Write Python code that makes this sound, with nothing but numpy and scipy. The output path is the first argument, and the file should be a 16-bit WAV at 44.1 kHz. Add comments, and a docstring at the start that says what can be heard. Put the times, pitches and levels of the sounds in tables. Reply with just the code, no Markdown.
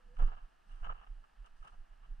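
"""Dull thumps and crunches of slow steps on dry, stony earth in quiet scrubland.
The walker carries a long gun and a body-worn camera. Each footfall and sway jolts the camera;
soil crunches, stones knock and gear rubs, ringing in its case. Dry stems tick, grass brushes the legs,
a faint hoot sounds far off, and light air rumbles on the microphones."""
import sys
import numpy as np
from scipy import signal
from scipy.fft import rfft, irfft
from scipy.io import wavfile

SR = 44100
rng = np.random.default_rng(int(sys.argv[2]) if len(sys.argv) > 2 else 0)


def store_pcm(level_fs):
    """Save levels as 16-bit WAV."""
    pcm = np.round(np.clip(level_fs, -1, 1) * 32767).astype(np.int16)
    wavfile.write(sys.argv[1], SR, np.atleast_2d(pcm).T)


N = 97020
TIME_S = np.arange(N) / SR
ANTIPHASE = np.array([[1], [-1]])


def thumps():
    """Steps and swaying gear rock the camera; its mount wobbles and a soft thud rides on each jolt."""
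    # centre_s, level_db, pitch_hz, half_length_s
    jolts = [(.06, -51, 25.6, 0.04), (0.134, -56, 31.6, 0.093), (0.236, -19.5, 22.4, 0.041),
             (0.329, -40.5, 19.4, 0.052), (0.439, -42, 24.3, 0.021), (0.743, -41.5, 26.2, 0.049),
             (0.831, -31.5, 20, 0.021), (0.896, -35.5, 21.8, 0.054), (0.998, -50.5, 31, 0.023),
             (1.115, -38.5, 28.5, 0.028), (1.179, -45, 25.4, 0.041), (1.414, -44, 34.3, 0.031),
             (1.535, -50.5, 14.6, 0.046), (1.615, -42.5, 21, 0.021), (1.728, -49, 24, 0.019),
             (1.801, -42, 19, 0.037), (1.922, -48, 27, 0.025), (2.033, -51.5, 28.4, 0.057),
             (2.121, -36.5, 27.8, 0.031), (2.195, -40, 20.3, 0.012)]
    wobble_hz, wobble_db, thud_db = 45.8, -17, -38.5
    rocking, force = 0, 0
    for centre_s, level_db, pitch_hz, half_length_s in jolts:
        swell = np.exp(-((TIME_S - centre_s) / half_length_s) ** 2)
        rad_per_hz = 2 * np.pi * (TIME_S - centre_s)
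        wobble = from_db(wobble_db) * swell ** 2 * np.sin(wobble_hz * rad_per_hz)
        rocking += from_db(level_db) * (swell * np.sin(pitch_hz * rad_per_hz) + wobble)
        force += from_db(level_db) * swell
    thud = band(stereo(white(), likeness=0.9), low_hz=63, high_hz=141.5)
    return pan(-4) * (rocking + from_db(thud_db) * force * thud)


def crunches():
    """Crunching soil and rubbing gear: short runs of dense grains excite the camera's case."""
    # start_s, length_s, level_db, tilt_db_per_octave
    runs = [(0.166, .004, -66, 3), (0.183, 0.015, -57.5, -5.5), (0.196, 0.04, -52.5, -7),
            (0.237, 0.033, -65, -2), (0.273, 0.019, -57.5, -6.5), (0.295, 0.015, -63.5, -5.5),
            (0.314, 0.024, -59.5, -5), (0.341, 0.012, -69.5, -1.5), (0.364, 0.026, -65.5, -4),
            (0.393, 0.064, -76, -2.5), (0.693, 0.054, -74, 1), (0.752, 0.11, -74.5, -2),
            (0.828, 0.013, -62.5, -4.5), (0.843, 0.013, -56, 0.5), (0.86, 0.013, -54, -4.5),
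            (0.879, 0.022, -62.5, -3.5), (0.896, 0.011, -52.5, -6), (0.908, 0.011, -59, -3.5),
            (0.921, 0.0067, -56.5, -5), (0.942, 0.03, -67.5, -3), (.975, .03, -68, -1.5),
            (1.011, .035, -66, -2), (1.064, .012, -67, -2), (1.238, .01, -71, -1),
            (1.442, .036, -70.5, -1.5), (1.621, 0.031, -71, -1), (1.645, 0.024, -65.5, -5),
            (1.67, 0.013, -67, 0.5), (1.689, 0.013, -70, -4), (1.719, 0.015, -70.5, -4.5),
            (1.736, 0.014, -71.5, -5.5), (1.913, 0.026, -76, -2.5), (2.028, 0.035, -74.5, -.5)]
    # centre_hz, width_hz, gain_db, stereo_likeness, pan_db
    case_modes = [(149, 82, -23, 0.59, -3.5), (491, 126, -15.5, 0.083, 2), (795, 230, -1.5, -0.51, -1.5),
                  (1009, 99, -4, -0.5, 0), (1252, 176, 3.5, -0.62, -2), (1596, 190, -5.5, 0.073, -6),
                  (2200, 380, -16.5, -1.1, 10.5), (2860, 324, -4.5, -0.29, 2.5), (4710, 2900, -29, 1, -10)]
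    grains_per_s, spread_db, pivot_hz, boost_db = 4100, -3.5, 956, 2
    sizes = from_db(spread_db * np.minimum(rng.exponential(1, (2, N)), 4))
    signs = rng.choice([-1, 1], (2, N))
    grains = sizes * signs * (rng.random((2, N)) < grains_per_s / SR)
    envelopes = np.array([burst(start_s, length_s, attack_s=0.003, release_s=0.004)
                          for start_s, length_s, _, _ in runs])
    _, _, level_db, tilt_db = np.transpose(runs)
    out = 0
    for centre_hz, width_hz, gain_db, likeness, pan_db in case_modes:
        force = from_db(level_db + gain_db + tilt_db * np.log2(centre_hz / pivot_hz)) @ envelopes
        ring = band(stereo(grains, likeness), centre_hz - width_hz / 2, centre_hz + width_hz / 2)
        out += force * pan(pan_db) * ring
    return from_db(boost_db) * out


def knocks():
    """Stones and gear each ring one case resonance, pushing the two microphones opposite ways."""
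    # start_s, level_db, pitch_hz, pan_db
    contacts = [(0.842, -57.5, 2926, 22.5), (.855, -60, 3000, 5.5), (0.8922, -26, 1238, -4.5),
                (0.952, -44, 1316, -3.5), (1.626, -43.5, 1270, -4)]
    rings = 0
    for start_s, level_db, pitch_hz, pan_db in contacts:
        envelope = from_db(level_db) * burst(start_s, 0, attack_s=0.0037, release_s=0.004)
        rings += pan(pan_db) * envelope * np.sin(2 * np.pi * pitch_hz * (TIME_S - start_s))
    return ANTIPHASE * rings


def grit():
    """Loose soil settles under the first step with a soft hiss."""
    hiss = band(white(), low_hz=3300, high_hz=5400)
    return from_db(-80) * burst(start_s=0.19, length_s=0.1, attack_s=0.02, release_s=0.056) * hiss


def strap():
    """The camera's strap shifts with a muffled rub as the body leans into a step."""
    # start_s, length_s, level_db
    rubs = [(0.037, 0.22, -77), (0.645, 0.088, -77), (0.877, 0.11, -84.5), (1.662, 0.083, -86),
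            (2.04, 0.21, -79)]
    force = sum(from_db(level_db) * burst(start_s, length_s, attack_s=0.021, release_s=0.0093)
                for start_s, length_s, level_db in rubs)
    return force * band(stereo(white(), likeness=0.9), low_hz=133, high_hz=210)


def dry_grass():
    """Stems snap with tiny bright ticks; grass brushes the legs."""
    # start_s, relative_db
    snaps = [(0.189, -64), (0.7185, -69.5), (0.84, -65.5), (1.46, -60.5), (1.647, -65), (1.676, -60)]
    # freq_hz, gain_db
    snap_spectrum = [(1500, -26), (3000, 7), (4500, -4.5), (6300, -1.5), (7300, -9), (8600, 0.5),
                     (9700, -8.5), (10500, -22.5), (15000, -22.5)]
    # start_s, length_s, level_db
    brushes = [(.14, .05, -87.5), (0.666, 0.16, -84.5), (1.557, 0.16, -85.5)]
    # freq_hz, gain_db
    brush_spectrum = [(2000, -14), (4000, -2), (6300, -1.5), (7300, -11.5), (8400, -0.5), (9700, -5),
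                      (10700, -48), (15000, -20)]
    snapping = sum(from_db(relative_db) * burst(start_s, 0, attack_s=0.00032, release_s=0.006)
                   for start_s, relative_db in snaps)
    brushing = sum(from_db(level_db) * burst(start_s, length_s, attack_s=0.01, release_s=0.066)
                   for start_s, length_s, level_db in brushes)
    return 0.5 * snapping * noise(snap_spectrum) + brushing * noise(brush_spectrum)


def hoot():
    """One faint, wavering note far off; it sags, then swells and lifts."""
    # time_s, pitch_hz, level_db
    contour = [(0, 502, -70), (.022, 509, -81), (.055, 492, -83), (.085, 495, -74.5), (.12, 481, -66),
               (.145, 518, -64.5), (.17, 490, -88), (.2, 500, -101)]
    waver, flutter_db, right_lag_rad = 0.02, 2.5, 0.83
    times_s, pitches_hz, levels_db = np.transpose(contour)
    pitch_hz = np.interp(TIME_S, times_s, pitches_hz) * (1 + waver * drift(rate_hz=110))
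    level_db = np.interp(TIME_S, times_s, levels_db) + flutter_db * drift(rate_hz=44)
    phase_rad = 2 * np.pi * np.cumsum(pitch_hz) / SR - np.array([[0], [right_lag_rad]])
    return from_db(level_db) * (TIME_S < times_s[-1]) * np.sin(phase_rad)


def air():
    """A steady hush coloured by the case, over a gusty rumble on the microphones."""
    # freq_hz, gain_db
    hush_spectrum = [(100, -7), (170, -1.5), (280, -7), (520, -8.5), (660, -1), (830, 2), (1000, -4.5),
                     (1280, -1), (1480, -5), (1680, -1.5), (2000, -11.5), (2350, -15), (2850, -8.5),
                     (3500, -18.5), (5000, -20), (7300, -26), (9200, -23), (10500, -31.5), (15000, -34.5)]
    # freq_hz, stereo_likeness
    hush_likeness = [(100, -0.8), (300, 0.63), (500, -0.37), (780, -0.63), (1200, 0.29), (1700, 0.62),
                     (2800, 1), (9000, 0.11)]
    # freq_hz, gain_db
    wind_spectrum = [(10, 1.5), (22, 0.5), (40, -3.5), (60, -10.5), (90, -44.5), (160, -56), (400, -72)]
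    hush = from_db(-71.7) * noise(hush_spectrum, at_bins(hush_likeness))
    gust_db = 2 * drift(rate_hz=2.1)
    rumble = from_db(-69.5 + gust_db) * noise(wind_spectrum, likeness=0.93)
    return pan(-1.2) * (hush + rumble)


def from_db(db):
    """Decibels to gain."""
    return 10 ** (np.asarray(db) / 20)


def unit_rms(x):
    """Scale to unit power."""
    return x / np.sqrt(np.mean(x ** 2) + 1e-20)


def pan(pan_db):
    """Channel gains for a left-minus-right level."""
    return from_db([[pan_db / 2], [-pan_db / 2]])


def at_bins(points):
    """Interpolate (freq_hz, value) points onto the FFT bins along log frequency."""
    freq_hz, values = np.transpose(points)
    bins_hz = np.fft.rfftfreq(N, 1 / SR)
    return np.interp(np.log(bins_hz + 1e-9), np.log(freq_hz), values)


def stereo(pair, likeness):
    """Mix two independent signals to left and right; likeness 1 is mono, -1 antiphase."""
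    likeness = np.clip(likeness, -1, 1)
    return np.sqrt(1 + likeness) * pair[0] + np.sqrt(1 - likeness) * pair[1] * ANTIPHASE


def white():
    """Two independent white noises."""
    return rng.standard_normal((2, N))


def noise(spectrum, likeness=0):
    """Coloured stereo noise at unit power."""
    return unit_rms(irfft(stereo(rfft(white()), likeness) * from_db(at_bins(spectrum)), N))


def band(x, low_hz, high_hz):
    """Band-pass, then scale to unit power."""
    sos = signal.butter(2, [low_hz, high_hz], "band", fs=SR, output="sos")
    return unit_rms(signal.sosfilt(sos, x + 1e-18))


def drift(rate_hz):
    """Random wander with spread near 1."""
    return np.interp(TIME_S * rate_hz, np.arange(512), rng.standard_normal(512))


def burst(start_s, length_s, attack_s, release_s):
    """Linear rise; exponential decay begins length_s after the start."""
    age_s = TIME_S - start_s
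    return np.clip(age_s / attack_s, 0, 1) * np.exp(-np.maximum(age_s - length_s, 0) / release_s)


def scene():
    """All sources in open air, without echo."""
    return thumps() + crunches() + grit() + knocks() + strap() + dry_grass() + hoot() + air()


def record(dry):
    """Steep low-pass."""
    cutoff_hz = 15000
    return signal.sosfilt(signal.butter(14, cutoff_hz, fs=SR, output="sos"), dry)


dry = scene()
out = record(dry)
store_pcm(out)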